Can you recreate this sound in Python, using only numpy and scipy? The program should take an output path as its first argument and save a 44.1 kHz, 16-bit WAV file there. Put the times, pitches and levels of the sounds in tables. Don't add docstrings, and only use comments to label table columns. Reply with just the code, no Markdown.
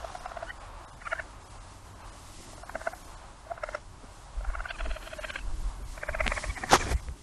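import sys
import numpy as np
from scipy import signal
from scipy.fft import rfft, irfft
from scipy.io import wavfile
from scipy.ndimage import uniform_filter1d

SR = 44100
rng = np.random.default_rng(int(sys.argv[2]) if len(sys.argv) > 2 else 0)


def file_out(sig):
    cols = np.atleast_2d(sig).T
    lim = np.clip(cols, -1, 1)
    pcm = np.round(lim * 32767).astype(np.int16)
    wavfile.write(sys.argv[1], SR, pcm)


def natural_amplitude(level_db):
    exponent = np.asarray(level_db, float) / 20
    return 10 ** exponent


N = 318402
TIME = np.arange(N) / SR

# [t/s, fundamental peak/dB, mouth ring peak/dB, pitch f/Hz]
SHORT_CALLS = [(.0479, -28.5, -34.5, 664), (.1029, -45, -49, 810), (.1538, -30, -35.5, 732),
               (.2088, -39.5, -46, 680), (.2607, -29.5, -30.5, 735), (.3188, -34.5, -34, 670),
               (.3724, -29.5, -32.5, 680), (.4306, -28, -34.5, 673), (.5042, -44, -38, 810),
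               (1.0219, -52, -37, 674), (1.0732, -53, -22.5, 680), (1.1309, -29, -18, 655),
               (1.1988, -33.5, -23, 646), (2.5344, -41.5, -49, 650), (2.5814, -44, -42.5, 610),
               (2.636, -36, -37, 696), (2.6967, -38.5, -29.5, 792), (2.7571, -25, -23, 653),
               (2.8163, -36, -31.5, 650), (2.8743, -22, -21, 666), (2.936, -33.5, -33.5, 740),
               (3.4705, -40, -59, 647), (3.5179, -26.5, -32.5, 693), (3.579, -40.5, -33, 650),
               (3.6385, -26.5, -21, 618), (3.6905, -32, -25.5, 613), (3.7508, -26, -21, 603.5),
               (4.0442, -52, -50, 760)]
# [t/s, fundamental peak/dB, mouth ring peak/dB, pitch f/Hz]
TRILL = [(4.4103, -39.5, -41, 600), (4.45, -37.5, -31.5, 784), (4.5027, -40.5, -32.5, 653),
         (4.5536, -37.5, -24.5, 683), (4.6059, -37.5, -26, 674), (4.6583, -42, -23.5, 700),
         (4.7086, -35, -26, 692), (4.7611, -54, -46, 604), (4.8084, -34, -30, 668),
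         (4.8608, -34.5, -33, 650), (4.9137, -36.5, -31.5, 658), (4.9671, -34.5, -33.5, 625),
         (5.029, -50, -37.5, 596), (5.0763, -37, -32.5, 643), (5.1347, -33.5, -34, 633),
         (5.195, -32, -34, 610), (5.248, -33.5, -27, 628), (5.304, -39.5, -26, 595),
         (5.36, -40.5, -25.5, 542), (5.3896, -52, -35, 746)]
# [t/s, fundamental peak/dB, mouth ring peak/dB, pitch f/Hz]
LAST_CALL = [(5.979, -39, -36.5, 627), (6.0344, -31, -23.5, 598), (6.0918, -26.5, -21, 604),
             (6.1502, -27.5, -25, 646), (6.2078, -24.5, -17.5, 634), (6.2649, -28, -27, 754),
             (6.3211, -29.5, -18, 587), (6.3783, -31.5, -21.5, 610), (6.4428, -31, -23.5, 620),
             (6.5055, -51, -44, 670), (6.5785, -33.5, -38, 750), (6.6386, -28, -26, 753),
             (6.699, -45, -28, 776), (6.827, -37, -26, 710)]
# [t/s, level/dB, mouth resonance f/Hz]
AIR = [
    [(0.0, -65, 1396), (0.362, -51, 1320), (0.55, -43, 1770)],
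    [(1.0, -59, 1402), (1.132, -42, 1407), (1.26, -52, 1520)],
    [(2.5, -75, 1148), (2.78, -49, 1558), (3.0, -48, 1327)],
    [(3.45, -65, 1427), (3.666, -51, 1380), (3.76, -44, 1420), (3.82, -56, 1420)],
    [(4.38, -83, 1420), (4.476, -49, 1420), (4.67, -47, 1443)],
    [(4.67, -46.5, 1480), (5.11, -46.5, 1368), (5.21, -40.5, 1630), (5.45, -52.5, 1596)],
    [(5.95, -56, 1580), (6.16, -43, 1580), (6.2, -41, 2056), (6.27, -39, 2070), (6.38, -41.5, 1800),
     (6.818, -43.5, 1704), (7.0, -40, 2035)],
]
# [top of rasp f/Hz, rasp in flaps/dB, low rasp rel/dB, upper partials/dB]
RASPS = [(2000, -12, 2, 4), (2300, -19, -11, -12), (2200, -13, 1.5, -33), (2192, -17.5, -7, -12),
         (2270, -20.5, -4, -24), (3360, -12.5, -4.5, -5), (2453, -12, -3, -12)]
# [rise share, mouth glide/(Hz/s), rasp before the snap/dB,
# second and third partial/dB, delay/ms]
SNAPS = [(.5, -5000, -11, -14, .8), (.61, -12000, -9, -20, 1.2), (.4, -15000, -11, -14, -.6),
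         (.5, -12000, -11, -14, .6), (.61, -8000, -11, -20, 1.2), (.61, -8000, -12, -9, 1.2),
         (.75, -30000, -13, -10, .8)]
# [flap length at -28 dB/ms, squeak octave rel/dB, mouth ring length share,
VOICING = [(8, -1, 1.26, 0.57, -12, -13), (9.5, -7, 1.3, 0.8, -9, -25), (3.5, -15, 1.43, 0.5, -18, -25),
           (6.5, -15, 0.94, 0.54, -15, -25), (10, -15, 1.43, 0.51, -10, -23), (11.5, 0, 1.2, 0.95, -3, -17),
           (5.5, 5.5, 1.1, 0.64, -30, -36)]
# [t/s, length/s, start f/Hz, end f/Hz, peak
# level/dB]
SQUEAKS = [(0.466, 0.049, 1454, 1510, -40.5), (0.489, 0.027, 1800, 1950, -36.5),
           (0.186, .02, 2450, 2350, -49), (1.014, 0.0099, 2040, 1880, -45), (1.050, 0.023, 1290, 1110, -36),
           (1.068, .011, 1130, 1500, -33), (1.096, 0.02, 1085, 1290, -46), (1.109, .023, 1440, 2000, -33),
           (1.151, 0.028, 1480, 1620, -35.5), (1.177, 0.023, 1410, 1900, -30.5),
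           (1.213, 0.01, 1620, 1780, -44), (3.499, .028, 680, 700, -36), (3.634, .009, 5400, 5400, -52),
           (3.746, .01, 5400, 5400, -50), (4.83, .07, 4250, 4100, -54), (3.499, .028, 680, 700, -36),
           (3.634, .009, 5400, 5400, -52), (3.746, .01, 5400, 5400, -50)]
# [t/s, length/s, start f/Hz, end f/Hz, peak level/dB]
LATE_SQUEAKS = [(4.83, .07, 4250, 4100, -54), (4.485, .018, 1150, 1050, -45),
                (4.534, 0.026, 1087, 1150, -37.5), (4.584, 0.016, 1430, 1310, -39),
                (4.640, .028, 1158, 1203, -42), (4.68, 0.036, 1480, 1590, -37),
                (4.731, .038, 1390, 1135, -47), (4.74, .024, 2680, 2360, -46),
                (4.687, 0.02, 3055, 3220, -46), (4.683, 0.038, 4500, 4580, -46.5),
                (4.788, .02, 2750, 2660, -48), (4.78, .022, 3250, 3220, -47), (4.89, 0.02, 2680, 2590, -48),
                (5.055, .025, 3150, 3060, -48), (5.23, 0.024, 1380, 1360, -41),
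                (5.283, 0.027, 1540, 1540, -38), (5.317, .054, 1526, 1443, -43),
                (6.014, .014, 1180, 1000, -52), (6.128, 0.026, 1240, 973, -42),
                (6.07, .018, 1200, 1020, -50), (6.185, .018, 1180, 1020, -47),
                (6.56, .025, 2330, 2250, -44), (6.36, 0.022, 1190, 1030, -37),
                (6.374, .016, 3350, 3300, -50), (6.493, .018, 3400, 3350, -51),
                (6.432, 0.011, 1160, 1040, -42), (6.493, .02, 1145, 1120, -42),
                (6.55, .032, 1100, 928, -46), (6.609, 0.044, 1220, 1143, -51),
                (6.798, .018, 2420, 2380, -33), (4.9, .02, 4150, 4100, -50), (5.34, .022, 2650, 2550, -44),
                (5.385, .04, 2750, 2600, -47)]
# [t/s, level/dB]
SPITS = [(.0479, -56), (.1538, -57), (.2607, -55), (.4306, -57), (1.1309, -54), (3.6385, -52),
         (3.7508, -52), (6.2078, -46), (6.287, -48), (6.3211, -49), (6.6386, -49)]
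# [t/s, length/s, hiss level/dB, low body rel/dB]
SNORTS = [(2.306, 0.31, -71.5, 13.5), (6.685, 0.026, -42, -2), (6.699, 0.084, -23, 1.5),
          (6.757, 0.12, -41, 1.5), (6.84, 0.075, -47.5, 10.5), (6.888, 0.06, -45, 12.5),
          (3.627, 0.23, -57, 0.5), (-.4, .95, -56, -12)]
# [f/Hz, density/dB]
SNORT_COLOUR = [(880, -5), (1500, -5.5), (2140, -18), (2690, -13.5), (3170, -10.5), (4810, -15),
                (5600, -10), (7000, -15.5), (8000, -29), (11200, -32), (12000, -35), (15600, -52),
                (22000, -120)]
# [t/s, length/s, level/dB, centre f/Hz]
SCRATCHES = [(6.775, .065, -40, 6700), (6.87, .07, -48, 11300), (3.745, .012, -52, 7000),
             (3.633, .012, -54, 7500), (6.955, .03, -52, 8000), (6.69, .02, -46, 6300)]
# [t/s, peak level/dB, ring f/Hz, crack rel/dB]
TICKS = [(6.265, -13, 2240, -17), (6.277, -9, 2300, -23), (6.2768, -20, 7500, -30), (6.7305, -8, 800, -20),
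         (6.735, -18, 1300, -20), (6.743, -24, 1300, -26), (6.755, -20, 1000, -26), (6.739, -21, 1050, -26),
         (6.749, -18, 1140, -25), (7.084, -32.5, 1800, -22)]
# [t/s, peak level/dB]
THUDS = [(2.4, -50.5), (2.754, -46), (2.873, -47), (4.041, -47.5), (4.87, -47), (5.802, -50),
         (6.271, -36.5), (6.637, -40), (6.72, -36), (7.087, -48)]
# [t/s, thump level/dB, rise/s, fall/s, flutter rel/dB]
WIND = [(0., -60, 0.038, 0.074, -4), (4.36, -38, 0.0057, 0.065, -44), (4.5, -23.5, 0.0087, 0.0065, -33),
        (4.6, -33.5, .025, 0.016, -47), (4.89, -28.5, 0.04, 0.024, -43), (5.5, -29.5, 0.03, .05, -23),
        (5.65, -27.5, 0.026, 0.024, -17), (5.83, -39.5, .025, 0.059, -14), (6.09, -39, 0.0077, .04, -29),
        (6.25, -29, 0.036, 0.038, -11), (6.5, -34.5, 0.036, 0.013, -13), (6.82, -38, 0.091, 0.038, -6),
        (6.91, -42, 0.032, 0.036, 5), (6.96, -44, 0.022, 0.0063, 7), (7.1, -42, 0.029, 0.017, -6)]
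# [t/s, peak level/dB, f/Hz]
SLAPS = [(6.95, -18, 56), (7.095, -27, 62)]
# [t/s, rustle level/dB]
RUSTLE = [(0.0, -60), (.54, -61), (1.2, -60), (1.55, -61), (2.09, -59), (2.39, -55), (3.04, -57),
          (3.22, -62), (4.5, -62.5), (5.35, -54.5), (5.8, -58.5), (6.19, -54), (6.35, -46.5), (6.66, -53.5),
          (6.82, -50), (6.93, -44), (6.945, -57), (7.22, -60.5)]
# [f/Hz, density/dB]
RUSTLE_COLOUR = [(1180, -31), (2000, 2.5), (2410, -6), (2650, 0), (2860, -1.5), (4940, 0.5), (8050, 0.5),
                 (10300, -3), (13400, -20), (22000, -120)]
# [t/s, level/dB]
ROAD = [(0.0, -48), (.8, -52), (2.3, -54), (3.4, -54), (4.35, -55.5), (4.7, -52.5), (5.35, -55.5),
        (5.9, -52.5), (6.75, -53.5), (6.9, -55), (7.22, -61)]
# [f/Hz, density/dB]
TRAFFIC = [(240, -15.5), (400, -11.5), (577, -2), (623, -1.5), (748, -1), (1060, 1), (1730, -10),
           (1980, -15), (2240, -14.5), (4000, -20.5), (5200, -25), (8800, -120)]
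# [t/s, level/dB]
DRONE = [(0., -68), (.9, -63), (1.2, -52.5), (1.6, -58), (2.4, -57.5), (2.9, -64), (3.3, -68), (4.1, -59),
         (4.4, -76), (7.22, -78)]
THINNED = [.195, .268, .509, .593, .865, .915, .955, 1.043, 1.447, 1.49, 1.594, 1.944, 2.03, 2.11, 2.555,
           2.645, 2.703, 2.937, 3.035, 3.065, 3.16, 4.697, 4.866, 5.195, 5.243, 5.327, 5.84, 6.079, 6.563,
           6.957, 7.015]
WORST_THINNED = [.865, .915, 2.645, 5.195]

HARD_SNAP_DB, HARD_RISE = -19, .35
FLAP_MS_PER_DB, MOUTH_SCATTER_HZ = 0.7, 61
OCTAVE_FADES_HZ, OCTAVE_DB_PER_KHZ = 1310, -40
SQUEAK_BEND, HIGH_ROUGH = .7, .42
AIR_SHUT_DB, AIR_LEAD_S = -9, .01
THUD_RISE_S, THUD_FALL_S = 0.0067, 0.011
CALM_DB, CALM_FLUTTER_DB = -49.5, -56
FINE_DB, FINE_SLOPE, FINE_FULL_DB = -69.5, 3.3, -57.5
MURMUR_DB, MURMUR_SLOPE = -61, 0.82
TRAFFIC_DB = 1
SPARED_HZ, SPARED_OVER_CALL_HZ = 1800, 148
TOP_HZ = 12100


def noise(colour):
    hz, db = np.transpose(colour)
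    grid = np.log(np.fft.rfftfreq(N, 1 / SR) + 1)
    gain = natural_amplitude(np.interp(grid, np.log(hz), db, -120, -120))
    x = irfft(rfft(rng.standard_normal(N)) * gain, N)
    return x / x.std()


def walk(rate):
    k = int(SR / rate)
    held = np.repeat(rng.standard_normal(N // k + 1), k)
    return 1.3 * uniform_filter1d(uniform_filter1d(held, k), k)[:N]


def curve(table, column):
    rows = np.array(table)
    return np.interp(TIME, rows[:, 0], rows[:, column], -120, -120)


def add(out, s, piece):
    i = max(int(s * SR), 0)
    out[i:i + len(piece)] += piece[:N - i]


def swell(t, rise, fall):
    return 2 / (np.exp(np.clip(-t / rise, -50, 50)) + np.exp(np.clip(t / fall, -50, 50)))


def flaps(rough, phrase):
    out, t = np.zeros(N), np.arange(-1500, 2000) / SR
    resonance = np.max([curve(table, 2) for table in AIR], axis=0)
    rows = SHORT_CALLS + TRILL + LAST_CALL
    for (s, db, mouth_db, hz), c in zip(rows, rng.random((len(rows), 9))):
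        row = phrase[int(s * SR)]
        top_hz, rough_db, _, upper_db = RASPS[row]
        flap_ms, _, ring_share, voice_rise, _, _ = VOICING[row]
        snap_rise, glide, early_db, partial_db, delay_ms = SNAPS[row]
        mouth_hz = max(resonance[int(s * SR)], 1180) + MOUTH_SCATTER_HZ * (2 * c[8] - 1)
        ms = flap_ms + FLAP_MS_PER_DB * (max(db, mouth_db - 10.0) + 28.0)
        flank = max(ms, 5.4) / 2630
        phase, turn = 2 * np.pi * hz * (t - 0.4 * t ** 2), 2 * np.pi * c
        opening = np.tanh(2.36 * swell(t, voice_rise * flank, 0.57 * flank))
        opening += natural_amplitude(-18.5) * swell(t, 0.012, 0.018)
        voice = natural_amplitude(db) * opening * np.sin(phase + turn[0])

        hard = mouth_db > HARD_SNAP_DB and row == 6
        held = ring_share * flank
        late = t - delay_ms / 1000 + .002 * hard
        snap = np.tanh(1.52 * swell(late, snap_rise * held * HARD_RISE ** hard, 0.31 * held * (1 + hard)))

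        struck = 1 + .28 * np.cos(phase + turn[1])
        bend = glide * np.clip(t, -.02, .02) ** 2 / 2
        mouth = struck * np.sin(2 * np.pi * (mouth_hz * t + bend) + turn[2])
        mouth += natural_amplitude(partial_db) * (np.sin(2 * phase + turn[3]) + np.sin(3 * phase + turn[8]))
        mouth += .33 * np.sin(2 * np.pi * (mouth_hz + 700 * (c[3] - .5)) * t + turn[7])
        mouth += natural_amplitude(-20.5) * (mouth_hz < 1560) * np.sin(2 * np.pi * 2700 * t + turn[1])
        for k in (4, 5, 6):
            shut_db = -18 * (k * hz > 1.1 * top_hz)
            mouth += natural_amplitude(upper_db - 3.3 * (k - 4.0) + shut_db) * np.sin(k * phase + turn[k])

        voice += natural_amplitude(db - 35) * snap * np.sin(2 * np.pi * (3600 + 700 * c[8]) * t)
        voice += natural_amplitude(db - 20) * snap * np.sin(.62 * phase + turn[7])
        voice += natural_amplitude(db - 13) * snap * np.sin((1.25 + .25 * c[3]) * phase + turn[6])
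        start = s + t[0]
        gate = swell(t, 0.0036, 0.0051) + natural_amplitude(early_db) * swell(t + 0.0097, 0.0077, 0.0082)
        breath = natural_amplitude(rough_db) * gate * np.roll(rough, -int(start * SR))[:len(t)]
        add(out, start, voice + natural_amplitude(mouth_db - 3.0) * (snap * mouth + breath))
    return out


def squeaks(phrase):
    out, shiver = np.zeros(N), walk(350) + 1j * walk(350)
    rows = SQUEAKS + LATE_SQUEAKS
    for (s, length, hz0, hz1, db), turn in zip(rows, rng.random(len(rows))):
        u = np.linspace(0, 1, int(length * SR))
        span = slice(int(s * SR), int(s * SR) + len(u))
        _, octave_db, _, _, _, third_db = VOICING[phrase[span.start]]
        octave_db += OCTAVE_DB_PER_KHZ * max(max(hz0, hz1) - OCTAVE_FADES_HZ, 0) / 1000
        rough = .07 if min(hz0, hz1) < 1270 else HIGH_ROUGH
        unsteady = 1 - rough + rough * shiver[span]
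        hz = hz0 + (hz1 - hz0) * u ** SQUEAK_BEND
        spin = np.exp(2j * np.pi * (np.cumsum(hz) / SR + turn))
        tone = spin * unsteady
        tone += natural_amplitude(octave_db) * spin ** 2 * unsteady
        tone += natural_amplitude(octave_db + third_db) * spin ** 3
        out[span] += natural_amplitude(db) * np.sin(np.pi * u ** 1.3) ** .45 * tone.real
    return out


def rasp():
    sound, phrase = np.zeros(N), np.zeros(N, int)
    for k, (table, (top_hz, _, low_db, _)) in enumerate(zip(AIR, RASPS)):
        inside = (TIME >= table[0][0]) & (TIME < table[-1][0])
        colour = [(350, -30), (600, low_db - 4), (.46 * top_hz, low_db + 3), (.6 * top_hz, low_db - 1),
                  (.76 * top_hz, 0), (.86 * top_hz, -6), (.97 * top_hz, -1), (1.1 * top_hz, -25),
                  (1.25 * top_hz, VOICING[k][4]), (1.36 * top_hz, -30)]
        sound += inside * noise(colour)
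        phrase += inside * k
    return sound, phrase


def air(wide):
    out, opening, t = np.zeros(N), np.zeros(N), np.arange(-2500, 2500) / SR
    for row in SHORT_CALLS + TRILL + LAST_CALL:
        add(opening, row[0] - AIR_LEAD_S + t[0], swell(t, 0.013, 0.01))
    narrow = signal.hilbert(noise([(1, 3), (200, -1), (500, -12), (800, -30)]))
    flutter = natural_amplitude(3.5 * walk(80) + 3.0 + AIR_SHUT_DB * (1 - np.minimum(opening, 1)))
    for table in AIR:
        cycles = np.cumsum(np.maximum(curve(table, 2), 0)) / SR
        ring = np.real(narrow * np.exp(2j * np.pi * cycles))
        out += natural_amplitude(curve(table, 1)) * flutter * natural_amplitude(-10.0) * (ring + wide)
    return out


def spits():
    shape = sum(natural_amplitude(db) * swell(TIME - s, .0012, .002) for s, db in SPITS)
    return shape * noise([(2600, -30), (3300, 0.5), (5500, -1), (8000, -7), (11000, -16)])


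def snort():
    grain = natural_amplitude(2.2 * walk(400))
    hiss = grain * noise(SNORT_COLOUR)
    body = grain * noise([(100, -7.0), (300, 1.5), (700, 1.5), (1150, -8), (1600, -7.5), (2500, -7.5)])
    fizz = grain * noise([(6500, -30), (8000, 0.5), (11000, -2), (12200, -8)])
    out = np.zeros(N)
    for s, length, db, body_db in SNORTS:
        u = np.clip((TIME - s) / length, 0, 1)
        arch = np.sin(np.pi * u)
        breath = arch ** 1.24 * hiss
        breath += natural_amplitude(-14) * arch ** 2.6 * fizz
        breath += natural_amplitude(body_db) * np.sin(np.pi * u ** 1.08) ** 2.1 * body
        out += natural_amplitude(db) * (u < 1) * breath
    band = noise([(1, 0), (700, -3), (1300, -25)])
    for s, length, db, hz in SCRATCHES:
        stroke = np.sin(np.pi * np.clip((TIME - s) / length, 0, 1))
        out += natural_amplitude(db) * stroke * band * np.cos(2 * np.pi * hz * TIME)
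    return out


def ticks():
    out, t = np.zeros(N), np.arange(600) / SR
    for (s, db, hz, crack_db), grit in zip(TICKS, rng.standard_normal((len(TICKS), len(t)))):
        ring = np.exp(-t * hz / (0.6 if hz > 1500 else 2.2)) * np.sin(2 * np.pi * hz * t)
        ring *= 1.4 * (1 - np.exp(-t / .00007))
        crack = np.exp(-t / .0003) * uniform_filter1d(grit, size=5)
        add(out, s + .0015, natural_amplitude(db + 4) * (ring + natural_amplitude(crack_db + 8) * crack))
    return out


def thuds():
    shape = sum(natural_amplitude(db) * swell(TIME - s, THUD_RISE_S, THUD_FALL_S) for s, db in THUDS)
    return shape * noise([(120, -19), (200, 1.0), (330, -6.0), (600, -8.0), (900, -43)])


def wind():
    thump = noise([(12, -5.5), (25, -4.5), (34, -4.0), (41, 3.5), (50, -4), (65, -7.5), (90, -29.0)])
    flutter = natural_amplitude(2.0 * walk(28)) * noise([(50, -10.5), (75, 3.0), (120, -4.0), (160, -9.5), (230, -23.0)])
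    out = natural_amplitude(CALM_DB) * thump + natural_amplitude(CALM_FLUTTER_DB) * flutter
    for s, db, rise, fall, flutter_db in WIND:
        out += natural_amplitude(db) * swell(TIME - s, rise, fall) * (thump + natural_amplitude(flutter_db) * flutter)
    for s, db, hz in SLAPS:
        out += natural_amplitude(db) * swell(TIME - s, .007, .009) * np.cos(2 * np.pi * hz * (TIME - s))
    return out


def leaves(rustle_db):
    flicker_db = 1.22 * walk(24.83) + 1.1 * walk(9.9)
    rustle = natural_amplitude(rustle_db + 1.0 + flicker_db) * noise(RUSTLE_COLOUR)
    fine_db = FINE_DB + FINE_SLOPE * (np.minimum(rustle_db, FINE_FULL_DB) + 59)
    fine = noise([(9800, -43), (10600, 2.0), (11300, 2), (11950, 2), (12400, -15)])
    return rustle + natural_amplitude(fine_db - 2.0 + 2.3 * walk(13)) * fine


def road(stir):
    roar = natural_amplitude(curve(ROAD, 1) + TRAFFIC_DB + 1.6 * walk(15)) * noise(TRAFFIC)
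    drone = natural_amplitude(curve(DRONE, 1)) * noise([(80, -30), (92, -5), (97, -0.5), (103, -2), (118, -30)])
    murmur = noise([(110, -16), (170, -0.5), (320, 1.0), (430, -4.5), (520, -39)])
    return roar + drone + natural_amplitude(MURMUR_DB + MURMUR_SLOPE * stir + 2 * walk(10)) * murmur


def scene():
    throat, phrase = rasp()
    voice = flaps(throat, phrase) + squeaks(phrase) + air(throat) + spits()
    body = snort() + ticks() + thuds()
    rustle_db = curve(RUSTLE, 1)
    background = wind() + leaves(rustle_db) + road(rustle_db + 59.5)
    return (voice + body + background)[None]


def thin_treble(x):
    for s, c in zip(THINNED, rng.random((len(THINNED), 220))):
        worst = s in WORST_THINNED
        size = 1700 if worst else 1150
        window, hz = signal.windows.tukey(size, .75), np.fft.rfftfreq(size, 1 / SR)
        i = int(s * SR) - size // 2
        calls = [row[0] + SPARED_OVER_CALL_HZ for table, row in zip(AIR, RASPS)
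                 if table[0][0] < s < table[-1][0]]
        low_hz = SPARED_HZ if worst else max(calls + [SPARED_HZ])
        treble = (hz > low_hz) & (hz < 10500)
        emptied = treble & (c[(hz // 110).astype(int)] > (.15 if worst else .2))
        emptied |= (hz > 170) & (hz < 480) & worst
        kept = treble & ~emptied
        loss_db = -32 if worst else -20 - 8 * c[0]
        change = (natural_amplitude(5) - 1) * kept - (1 - natural_amplitude(loss_db)) * emptied
        x[0, i:i + size] += window * irfft(rfft(x[0, i:i + size]) * change, size)
    return x


def band_limit(x):
    return signal.sosfilt(signal.butter(12, 12530, fs=SR, output="sos"), x)


def record(dry):
    x = thin_treble(dry.copy())
    for _ in range(2):
        edge = signal.sosfiltfilt(signal.ellip(6, .1, 50, 11750, "high", fs=SR, output="sos"), x)
        x = x - np.clip(2 * walk(25) - .3, 0, 1) * edge
    x = signal.sosfilt(signal.ellip(10, .2, 80, TOP_HZ, fs=SR, output="sos"), x)
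    return band_limit(x)


dry = scene()
out = record(dry)
file_out(out)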